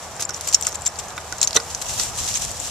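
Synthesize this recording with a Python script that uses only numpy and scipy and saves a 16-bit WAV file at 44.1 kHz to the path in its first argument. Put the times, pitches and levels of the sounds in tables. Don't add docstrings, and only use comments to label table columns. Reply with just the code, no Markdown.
import sys
import numpy as np
from scipy import signal
from scipy.io import wavfile

SR = 44100
rng = np.random.default_rng(int(sys.argv[2]) if len(sys.argv) > 2 else 0)


def bounce(signal):
    frames = np.transpose(np.atleast_2d(signal))
    limited = np.clip(frames, -1, 1)
    pcm = np.round(limited * 32767).astype(np.int16)
    wavfile.write(sys.argv[1], SR, pcm)


def voltage_ratio(level):
    return 10 ** (np.asarray(level, float) / 20)


N = 119070


def in_time(rows):
    seconds, values = np.transpose(rows)
    return np.interp(np.arange(N) / SR, seconds, values)


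def at_hz(points, hz):
    table = np.array(points)
    return np.interp(np.log(hz), np.log(table[:, 0]), table[:, 1])


def rms_one(x):
    return x / np.sqrt(np.mean(x ** 2) + 1e-20)


def drift(rate):
    hop = 40
    r = np.exp(-2 * hop * np.pi * rate / SR)
    noise = rng.standard_normal(N // hop + 2002)
    slow = signal.lfilter([1], [1, -2 * r, r * r], noise)[2000:]
    return np.interp(np.arange(N) / hop, np.arange(len(slow)), rms_one(slow))


def peak(x, hz, width_hz):
    r = np.exp(-np.pi * width_hz / SR)
    feedback = [1, -2 * r * np.cos(2 * np.pi * hz / SR), r * r]
    return signal.lfilter([(1 - r * r) / 2, 0, (r * r - 1) / 2], feedback, x + 1e-18)


def ring(x, hz, t60):
    r, w = voltage_ratio(-60 / (t60 * SR)), 2 * np.pi * hz / SR
    return signal.lfilter([0, np.sin(w)], [1, -2 * r * np.cos(w), r * r], x + 1e-18)


def grains(shape, rate, spread_db):
    size = voltage_ratio(spread_db * np.minimum(rng.exponential(1, shape), 4)) * rng.choice([-1, 1], shape)
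    return size * (rng.random(shape) < rate / SR)


def banded(white, spectrum, patchy_db, rate):
    # (pitch_hz, likeness 0-1)
    likeness = [(30, 0.1), (100, 0.86), (400, 1), (1200, 0.79), (3000, 0.424), (8000, 0.055)]
    out, together = 0, drift(rate)
    edges = 20 * 2 ** np.arange(0, 9.6, .5)
    for k, (low, high) in enumerate(zip(edges, edges[1:])):
        hz = np.sqrt(low * high)
        if hz < spectrum[0][0] * .8:
            continue
        band = signal.butter(2, [low, high], "band", fs=SR, output="sos")
        mid, side = signal.sosfilt(band, white[k % 2])
        alike = np.clip(at_hz(likeness, hz), 0, 1)
        gain = voltage_ratio(at_hz(spectrum, hz) + patchy_db * (together + .5 * drift(5.9)))
        out = out + gain * (np.sqrt(1 + alike) * mid + np.sqrt(1 - alike) * side * [[1], [-1]])
    return rms_one(out)


def ports(x):
    peak_hz, width_hz, peak_db = (7284, 5990), (754, 920), (10, 8)
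    top_hz, trim_db, lag_samples = (14500, 6230), (0.98, 2.35), (2, 0)
    out = []
    for k in range(2):
        lifted = x[k] + voltage_ratio(peak_db[k]) * peak(x[k], peak_hz[k], width_hz[k])
        top = signal.butter(2 + k, min(top_hz[k], .45 * SR), fs=SR, output="sos")
        soft = signal.sosfilt(top, lifted)
        out.append(voltage_ratio(trim_db[k]) * np.roll(soft, lag_samples[k]))
    return np.array(out)


def traffic():
    # (pitch_hz, level_db per Hz)
    street_colour = [(25, -15), (75, -2), (140, -4), (280, -13), (750, -1), (1300, -7), (2200, -14.5),
                     (8000, -30.5)]
    # (time_s, level_db)
    street_level = [(0.0, -40.5), (1.95, -39.5), (2.7, -41.5)]
    wash = banded(rng.standard_normal((2, 2, N)), street_colour, patchy_db=.5, rate=6)
    return voltage_ratio(in_time(street_level) + 1.5) * wash


def hum():
    return voltage_ratio(-49.5) * rms_one(peak(rng.standard_normal(N), hz=79.23, width_hz=3.4))


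def rumble():
    # (time_s, level_db)
    rumble_level = [(0, -92), (1.7, -49.5), (2.2, -41), (2.7, -47.5)]
    band = signal.butter(2, [35, 150], "band", fs=SR, output="sos")
    low = signal.sosfilt(band, rng.standard_normal((2, N)))
    sides = low * [[.6], [1.2]] + .3 * low.sum(0)
    return voltage_ratio(in_time(rumble_level) + 2 * drift(8)) * rms_one(sides)


def hand():
    # (time_s, level_db)
    hand_level = [(0, -38), (.2, -42), (.27, -51), (.45, -35), (.59, -40.5), (.7, -41), (1.3, -41),
                  (1.74, -36.5), (1.84, -35.5), (1.9, -27.5), (1.97, -28.5), (2.02, -23.5), (2.13, -36.5),
                  (2.19, -28), (2.29, -28.5), (2.43, -29), (2.53, -35), (2.7, -29.5)]
    # (pitch_hz, level_db per Hz)
    rub_colour = [(700, -23), (1500, -15), (3000, -1), (5000, -1.5), (7000, 1), (10000, -1.5), (15000, -8)]
    # (start_s, length_s, level_db)
    scuffs = [(.194, 0.02, -31.5), (0.22, 0.017, -33.5), (0.289, 0.0065, -32), (0.334, 0.045, -41),
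              (0.47, 0.027, -33.5), (0.533, 0.011, -33.5), (0.548, 0.0074, -34.5), (0.645, 0.011, -34.5),
              (0.663, 0.026, -34), (0.743, 0.011, -33.5), (0.858, 0.0192, -31), (0.986, 0.016, -35),
              (1.413, 0.012, -33), (1.429, 0.016, -29), (1.545, 0.0169, -28), (1.563, 0.0042, -21),
              (1.7, .014, -36.5), (1.814, 0.0074, -27.5), (2.179, 0.012, -37.5), (2.274, .02, -31),
              (2.345, 0.034, -33.5), (2.415, 0.037, -35)]
    rise_s, fall_s = .002, .004
    t = np.arange(N) / SR
    drag = np.zeros(N)
    for start, length, db in scuffs:
        rise = np.clip((t - start) / rise_s, 0, 1)
        fall = np.exp(-np.maximum(t - start - length, 0) / fall_s)
        drag += voltage_ratio(db) * rise * fall
    rub = banded(grains((2, 2, N), 4000, 3.5), rub_colour, patchy_db=1.04, rate=30)
    both, apart = grains((2, N), 5000, 2.5)
    band = signal.butter(1, [2260, 11000], "band", fs=SR, output="sos")
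    crackle = rms_one(signal.sosfilt(band, both + .5 * apart * [[1], [-1]]))
    return voltage_ratio(-3.5) * (voltage_ratio(in_time(hand_level)) * rub + drag * (0.17 * rub + 1.53 * crackle))


def porch(x):
    t = np.arange(6000) / SR
    fade = voltage_ratio(-60 * t / .035) * (t > .002)
    tail = rng.standard_normal((2, len(t))) * fade
    tail /= np.sqrt((tail ** 2).sum(1, keepdims=True))
    return signal.fftconvolve(x[None], tail, axes=1)[:, :N]


def door():
    # (time_s, peak_db, strongest pitch_hz)
    knocks = [(0.195, -21, 542), (0.223, -30, 1900), (0.293, -27.5, 1700), (.668, -28.5, 1510),
              (1.178, -24, 1860), (1.3245, -25, 1600), (1.555, -20.5, 630), (1.5636, -11, 560),
              (1.569, -12, 2400), (1.5977, -26, 1560), (1.998, -25.5, 2500)]
    # (pitch_hz, level_db, t60_s)
    door_tones = [(250, -22, 0.019), (464, -16, 0.22), (585, -3.5, 0.083), (670, -3, 0.07),
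                  (920, 1.5, 0.016), (1258.4, 5, 0.04), (1465, 8, 0.0195), (1970, 3, 0.026),
                  (2370, -0.5, 0.014), (3680, 8.5, 0.008)]
    length = 900
    fade = voltage_ratio(-60 * np.arange(length) / SR / .03)
    shudders = rng.standard_normal((len(knocks), length)) * fade
    spread_db = rng.normal(0, 2, (len(knocks), len(door_tones)))
    out = np.zeros(N)
    for (hz, level_db, t60), chances in zip(door_tones, spread_db.T):
        clicks = np.zeros(N)
        for (s, db, pitch), shudder, chance in zip(knocks, shudders, chances):
            far_db = 6.9 * abs(np.log2(hz / pitch))
            i = int(s * SR)
            clicks[i:i + length] += voltage_ratio(db + level_db - 26.0 + chance - far_db) * shudder
        out += ring(clicks, hz, t60)
    return signal.sosfilt(signal.butter(1, 160, "high", fs=SR, output="sos"), out)


def sings():
    # (centre_s, half_length_s, peak_db, pitch_hz)
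    swells = [(0.2525, 0.0022, -16, 7150), (.3455, .001, -16, 5700), (0.365, 0.004, -26, 6900),
              (.5472, 0.0023, 2, 5510), (.547, .0023, -1, 7050), (.558, .007, -22, 5520),
              (.634, .003, -23, 6000), (.7562, 0.0025, -15, 7310), (0.8665, 0.002, -9, 7300),
              (.8715, .0013, -14, 7300), (0.877, 0.002, -11, 7350), (.892, .006, -28, 5550),
              (1.446, .004, -12, 7100), (1.5645, .0012, -2, 6030), (2.359, 0.004, -15, 6500)]
    t, out = np.arange(N) / SR, np.zeros((2, N))
    noise = rng.standard_normal((2, N))
    for s, half, db, hz in swells:
        part = slice(int((s - .03) * SR), int((s + .05) * SR))
        rough = rms_one(peak(noise[0, part] + .5 * noise[:, part], hz, 330))
        swell = np.exp(-np.abs((t[part] - s) / half) ** 3)
        tone = (np.sin(2 * np.pi * hz * t[part]) + .4 * rough) * swell
        out[:, part] += voltage_ratio(db - 2) * tone / np.abs(ports(tone).mean(0)).max()
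    return out


def collisions(rows):
    # (pitch_hz, level_db, t60_s)
    key_tones = [(4400, -17, 0.043), (5520, -1, 0.16), (6300, -19, 0.014), (6700, 3, 0.033),
                 (7500, -10, 0.068), (7200, -43, 0.03), (9060, 4, .05)]
    body_hz = 1350
    size = 4096
    out, t = np.zeros((2, N + size)), np.arange(size) / SR
    rattles = grains((len(rows), 2, size), 5000, 2.5)
    chances = rng.standard_normal((len(rows), len(key_tones)))
    for (s, db, hz, t60), rattle, chance in zip(rows, rattles, chances):
        chatter = rattle[0] + .5 * rattle[1] * [[1], [-1]]
        hit = .5 * chatter * voltage_ratio(-60 * t / max(t60, .002))
        hit[:, 0] = 1.1
        rings = 0
        for (f, level_db, fade_s), a in zip(key_tones, chance):
            near_db = level_db + 4.0 * a - 14 * abs(np.log2(f / hz))
            rings = rings + voltage_ratio(-22.5 + near_db) * ring(hit, f, min(fade_s, .12))
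        body = peak(peak(hit, hz, body_hz), hz, 2 * body_hz)
        crack = voltage_ratio(-11) * peak(hit, 4500, 9900)
        clack = body + crack + 0.063 * rings
        i = int(s * SR)
        out[:, i:i + size] += voltage_ratio(db) * clack / np.abs(ports(clack[:, :600]).mean(0)).max()
    return out[:, :N]


def key_ticks():
    # (time_s, peak_db, pitch_hz)
    touches = [(0.196, -24, 5800), (0.198, -21, 6460), (0.209, -18, 11000), (0.2253, -12, 8440),
               (0.2259, -14, 5500), (0.244, -23, 5000), (.283, -34, 7200), (.3415, -21.5, 6040),
               (0.4103, -12.5, 10000), (.446, -25, 7000), (.463, -30, 6500), (0.4754, -13, 11700),
               (0.4856, -13, 7440), (0.489, -11.5, 7000), (0.498, -22, 6000), (.506, -21.5, 7000),
               (.513, -19, 5500), (0.536, -13, 5000), (.5525, -17, 6200), (0.6122, -19, 12500),
               (.652, -19, 3000), (0.6562, -22, 7200), (.689, -17, 13200), (.958, -24, 5000),
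               (1.326, -31, 13000), (0.694, -23, 5500), (.703, -33, 6500), (0.7123, -26, 7500),
               (0.727, -18.5, 5970), (0.7483, -22, 7300), (0.809, -30, 7500), (0.812, -27, 7300),
               (.855, -25, 7300), (0.865, -4, 6200), (.872, -26, 3670), (1.368, -26.5, 5830),
               (1.406, -24, 4000), (1.429, -5, 4000), (1.4385, -9, 4400), (1.478, -14.5, 6300),
               (1.554, -17.5, 6000), (1.561, -6, 3500), (1.5703, -1, 3600), (1.633, -30, 7360),
               (1.823, -16, 10400), (1.8578, -22, 7430), (1.8865, -18, 7100), (2.035, -14, 7300),
               (2.176, -19, 8550), (2.192, -18.5, 8200), (2.2215, -19.5, 7500), (2.358, -15.5, 3000),
               (2.45, -17.5, 7500), (2.508, -20.5, 8500), (2.561, -26, 9400), (2.6, -18, 7500),
               (2.621, -26, 9000), (2.644, -26, 8000), (2.673, -24, 7000)]
    t60_s = .006
    return collisions([(*row, t60_s) for row in touches])


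def key_turns():
    # (time_s, peak_db, pitch_hz, rattle t60_s)
    lock_hits = [(1.0838, -22, 6500, .008), (1.1045, -25, 3700, .01), (1.167, -25, 6500, .015),
                 (1.179, -25, 2200, .02), (1.3248, -12, 5700, .008), (1.3826, -21, 6500, .015),
                 (1.4143, -6, 5700, .008), (1.4155, -6, 7400, .008), (1.4293, -3, 6900, .016),
                 (1.4738, -7, 5900, .008), (1.4742, -12, 4300, .008), (1.508, -14, 4250, .01),
                 (1.5302, -14, 4400, .014), (1.5448, -19, 4400, .012), (1.5637, 2, 5800, .009),
                 (1.6008, -17, 4900, .014), (1.7482, -11, 6000, .012), (1.816, -17, 7400, .012),
                 (1.998, -9, 5200, .01), (2.3415, -11, 5300, .006), (2.353, -13, 6300, .01),
                 (2.3725, -14, 6460, .014), (2.42, -17, 7500, .01), (2.5142, -18, 7900, .012)]
    return collisions(lock_hits)


def bunch_clacks():
    # (time_s, peak_db, pitch_hz, rattle t60_s)
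    clacks = [(.1648, -25, 7200, .012), (.2232, -9, 7200, .006), (.2932, -16, 5600, .02),
              (.3062, -15, 5600, .006), (.3448, -22, 5700, .006), (.4098, -17, 6700, .008),
              (.4725, -16, 7000, .02), (.487, -16, 7600, .006), (.517, -20, 7500, .008),
              (.5271, -10, 4900, .01), (.5318, -13, 6900, .03), (.5449, 2, 6200, .012),
              (.611, -14, 7700, .008), (.6248, -9, 6500, .008), (.633, -18, 6900, .008),
              (.6682, -5, 6900, .012), (.7212, -21, 6000, .006), (.82, -20, 7500, .008),
              (.851, -20, 7400, .02), (.8605, -13, 7300, .012), (.871, -18, 6000, .008),
              (.988, -17, 7300, .02)]
    return collisions(clacks)


def scene():
    behind = traffic() + hum() + rumble()
    near = door() + sings() + key_ticks() + key_turns() + bunch_clacks()
    return behind + hand() + voltage_ratio(-9) * porch(near.mean(0)) + near


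def band_limit(x):
    return signal.sosfilt(signal.butter(12, 15510, fs=SR, output="sos"), x)


def record(dry):
    top_cut = signal.ellip(10, .3, 32, 14180, fs=SR, output="sos")
    heard = signal.sosfilt(top_cut, ports(dry))
    mix = np.clip(heard, -0.97, 0.97)
    return band_limit(mix)


dry = scene()
out = record(dry)
bounce(out)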